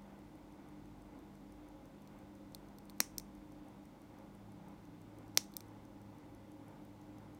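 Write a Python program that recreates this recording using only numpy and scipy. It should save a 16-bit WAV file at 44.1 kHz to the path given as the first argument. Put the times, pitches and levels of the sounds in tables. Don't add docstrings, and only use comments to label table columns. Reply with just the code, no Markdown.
import sys
import numpy as np
from scipy import signal
from scipy.fft import rfft, irfft
from scipy.io import wavfile
from scipy.ndimage import uniform_filter1d

SR = 44100
rng = np.random.default_rng(int(sys.argv[2]) if len(sys.argv) > 2 else 0)


def dump(signal):
    limited = np.clip(np.atleast_2d(signal).T, -1, 1)
    pcm = np.round(limited * 32767).astype(np.int16)
    wavfile.write(sys.argv[1], SR, pcm)


N = 325971
T = np.arange(N) / SR

# start_s, level_db, knock_db, body_db, edge_db, slide_s, slide_db, rebound_s,
# rebound_share (negative off the opposite stop), thump_db, thump_hz, room_db
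SNAPS = [(3.00403, -4.9, 1.5, -4.5, -1.8, .0012, -21, .00049, .22, -35, 250, -2),
         (5.37435, -3.7, -5.6, 7, -3.6, .0005, -23, .00024, -.6, -32, 500, -1.5)]
# pitch_hz, width_hz, level_db
CASE_TONES = [(1250, 500, -13), (2220, 580, -6), (3600, 500, -16), (4365, 380, .3), (5390, 530, -2),
              (5785, 515, -6), (7160, 375, -8.5), (8150, 400, -6.5), (9300, 270, -7), (11455, 520, -12),
              (12450, 620, -6), (13600, 450, -9.5), (15200, 700, -19)]


def undb(db):
    return 10 ** (np.asarray(db) / 20)


def unit(x):
    return x / np.sqrt(np.mean(x ** 2))


def add(track, start_s, sound):
    i = int(round(start_s * SR))
    track[i:i + len(sound)] += sound[:max(N - i, 0)]


def noise(points, size):
    hz, db = np.transpose(points)
    freqs = np.fft.rfftfreq(size, 1 / SR)
    gain = undb(np.interp(np.log(freqs + 1), np.log(hz), db))
    return unit(irfft(rfft(rng.standard_normal(size)) * gain, size))


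def wander(rate_hz):
    hold = int(SR / rate_hz)
    steps = np.repeat(rng.standard_normal(N // hold + 1), hold)
    return unit(uniform_filter1d(uniform_filter1d(steps, hold), hold)[:N])


def resonate(x, hz, width_hz):
    return signal.lfilter(*signal.iirpeak(hz, hz / width_hz, fs=SR), x)


def ring(push, tones, length=1):
    return sum(undb(db) * resonate(push, hz, width / max(length, .3)) for hz, width, db in tones)


def wavering_tone(hz, waver, rate_hz=7):
    drift = 1 + waver * (wander(rate_hz) + 1j * wander(rate_hz))
    return unit(np.real(drift * np.exp(2j * np.pi * (hz * T + rng.random()))))


def hum():
    # pitch_hz, level_db, waver_share
    tones = [(150.4, -69, 0.99), (199.8, -62.5, 0.5), (300.8, -62.5, .45), (542, -74.5, 1),
             (821, -77, 0.69), (2003, -88.5, 0.99)]
    return sum(undb(db) * wavering_tone(hz, waver) for hz, db, waver in tones)


def drones(rise_s=.25, fall_s=.4):
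    # pitch_hz, start_s, end_s, rest_db, full_db
    swells = [(48.8, 0.35, 4.03, -74.5, -68.5), (106, 4.25, 7.63, -71.5, -63),
              (166.8, 4.34, 5.7, -76.5, -61.5)]
    out = np.zeros(N)
    for hz, start_s, end_s, rest_db, full_db in swells:
        swell = np.clip(np.minimum((T - start_s) / rise_s, (end_s - T) / fall_s), 0, 1)
        out += undb(rest_db + (full_db - rest_db) * swell) * wavering_tone(hz, waver=.5)
    return out


def airflow(air_db=-60, rush_db=-.93):
    # pitch_hz, level_db
    still_air = [(15, -37.5), (25, -18.5), (45, -8.5), (75, -9.5), (110, -10.5), (200, -11.5), (263, -11),
                 (301, -7), (416, -17), (531, -14), (714, -17.5), (840, -16), (1650, -29.5), (15500, -48)]
    # pitch_hz, width_hz, level_db
    duct_tones = [(235, 97, -70), (289, 95, -63), (868, 180, -74), (1467, 120, -84), (2130, 400, -83),
                  (3530, 230, -89.5), (14760, 900, -88)]
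    air = undb(air_db) * noise(still_air, N)
    for hz, width, db in duct_tones:
        band = resonate(rng.standard_normal(N), hz, width)
        air += undb(db) * unit(resonate(band, hz, width))
    rush = signal.sosfiltfilt(signal.butter(2, [420, 2600], "band", fs=SR, output="sos"), air)
    return air + rush * (undb(rush_db) * swish() - 1)


def swish(turn_s=.508, depth_db=3.0, uneven=.25, sharpness=1.9):
    turns = (T - .13) / turn_s
    pulse = np.exp(sharpness * (np.cos(2 * np.pi * turns) - 1))
    return undb(depth_db * (1 + uneven * wander(rate_hz=2.6)) * pulse)


def ticks(first_s=.0217, swing_s=.33303, tock_s=.169, contact_s=.00081, level_db=-47, uneven_db=.8):
    # pitch_hz, width_hz, level_db
    tones = [(6300, 410, 1), (8110, 450, -1.5), (9200, 560, -1.5), (11000, 720, 0), (12830, 1200, -11.5)]
    turned_away_db, turn_s = -4.5, 1.5
    out = np.zeros(N)
    t = np.arange(SR // 100) / SR
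    swings = np.arange(first_s, N / SR, swing_s)
    for start_s in np.concatenate([swings, swings[:-1] + tock_s]):
        tick = ring(rng.standard_normal(len(t)) * np.exp(-t / contact_s), tones)
        db = level_db + turned_away_db * max(1 - start_s / turn_s, 0) + uneven_db * rng.standard_normal()
        add(out, start_s, undb(db) * tick / np.linalg.norm(tick))
    return out


def blow(rebound_s=0, share=0):
    push = np.zeros(SR // 40)
    push[0] = 1
    return push + share * np.maximum(1 - abs(np.arange(len(push)) - rebound_s * SR), 0)


def colour(x, knock_db, body_db, edge_db):
    size = 2 * len(x)
    corners_hz = [2400, 3400, 4400, 5400, 6800, 8200]
    db = np.interp(np.fft.rfftfreq(size, 1 / SR), corners_hz, [knock_db, body_db, body_db, 0, 0, edge_db])
    cepstrum = irfft(np.log(undb(db)), size)
    cepstrum[1:len(x)] *= 2
    cepstrum[len(x) + 1:] = 0
    return irfft(rfft(x, size) * np.exp(rfft(cepstrum)), size)[:len(x)]


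def smear(x):
    # pitch_hz, width_hz
    late_bands = [(6620, 660), (8800, 800), (12900, 1000)]
    for hz, width in late_bands:
        x = x - 2 * resonate(x, hz, width)
    return x


def button_clicks(force_db=16, chatter=.055, chatter_s=.0005, room_db=-16.5):
    # start_s, level_db, knock_db, body_db, edge_db
    contacts = [(2.0748, -48.5, -4, 4, 1), (2.5481, -35.5, -6, 8, 7), (2.7854, -44.5, -13, 4, 5.5),
                (2.8977, -45, 3, 12, 6.5), (3.1821, -18.5, -18, -8, 1), (3.1985, -34, -1, 1, 1),
                (5.5386, -48.5, -6.5, 10, 5), (5.5674, -24.5, -11, 0.5, 8.5), (5.6063, -35.5, -0.5, 0, -2)]
    direct, to_room = np.zeros(N), np.zeros(N)
    for start_s, db, knock_db, body_db, edge_db in list(contacts) + spring_creaks():
        push = blow(rebound_s=.00081, share=.39)
        t = np.arange(len(push)) / SR
        push += chatter * rng.standard_normal(len(t)) * np.exp(-t / chatter_s)
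        push = undb(db + force_db) * colour(push, knock_db, body_db, edge_db)
        add(direct, start_s, smear(ring(push, CASE_TONES, length=1.35)))
        add(to_room, start_s, undb(room_db) * push)
    return direct, to_room


def spring_creaks(count=4, before_s=.14, after_s=.18, level_db=-51, spread_db=6):
    knock_db, body_db, edge_db = -8.5, -1.5, 6
    rows = []
    for snap_s, *_ in SNAPS:
        for place, softness in rng.random((count, 2)):
            start_s = snap_s - before_s + place * (before_s + after_s)
            rows.append((start_s, level_db - spread_db * softness, knock_db, body_db, edge_db))
    return rows


def lever_snaps(force_db=14.5):
    direct, to_room = np.zeros(N), np.zeros(N)
    for (start_s, db, knock_db, body_db, edge_db, slide_s, slide_db,
         rebound_s, share, thump_db, thump_hz, room_db) in SNAPS:
        hit = blow(rebound_s, share)
        t = np.arange(len(hit)) / SR
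        scrape = undb(slide_db) * rng.standard_normal(len(t)) * (t < slide_s) / 2
        for at_s, force in [(start_s - slide_s, scrape), (start_s, hit)]:
            push = colour(force, knock_db, body_db, edge_db)
            add(direct, at_s, undb(db + force_db) * smear(ring(push, CASE_TONES)))
        add(direct, start_s + rebound_s, undb(thump_db) * jolt(thump_hz))
        add(to_room, start_s, undb(room_db) * colour(blow(), knock_db / 2, body_db / 2, edge_db))
    return direct, to_room


def jolt(hz, damping=.75):
    width = hz * damping
    thump = resonate(resonate(blow(), hz, width), hz, width)
    return thump / np.abs(thump).max()


def room_echo(x, rise_s=.0022, decay_s=.18, tail_s=.38, tail_db=-15):
    # pitch_hz, level_db
    echo_tone = [(300, -5), (1000, -9), (1600, -11.5), (2200, -5), (2900, -11.5), (5000, -7), (5650, 2),
                 (6400, -3.5), (7200, -5.5), (9400, -6), (11500, -15.5), (15500, -16.5)]
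    t = np.arange(SR // 2) / SR
    fade = undb(-60 * t / decay_s) + undb(tail_db - 60 * t / tail_s)
    echo = noise(echo_tone, len(t)) * fade * np.clip(t / rise_s, 0, 1)
    return signal.fftconvolve(x, echo / np.linalg.norm(echo))[:N]


def scene(room_db=-14, bounce_db=-30, bounce_s=.0051):
    snaps, snaps_to_room = lever_snaps()
    clicks, clicks_to_room = button_clicks()
    watch = snaps + clicks + ticks()
    echo = undb(room_db) * room_echo(snaps_to_room + clicks_to_room)
    out = watch + echo + hum() + drones() + airflow()
    add(out, bounce_s, undb(bounce_db) * watch)
    return out[None]


def record(dry, top_hz=15900):
    return signal.sosfiltfilt(signal.ellip(8, .1, 50, top_hz, fs=SR, output="sos"), dry)


dry = scene()
out = record(dry)
dump(out)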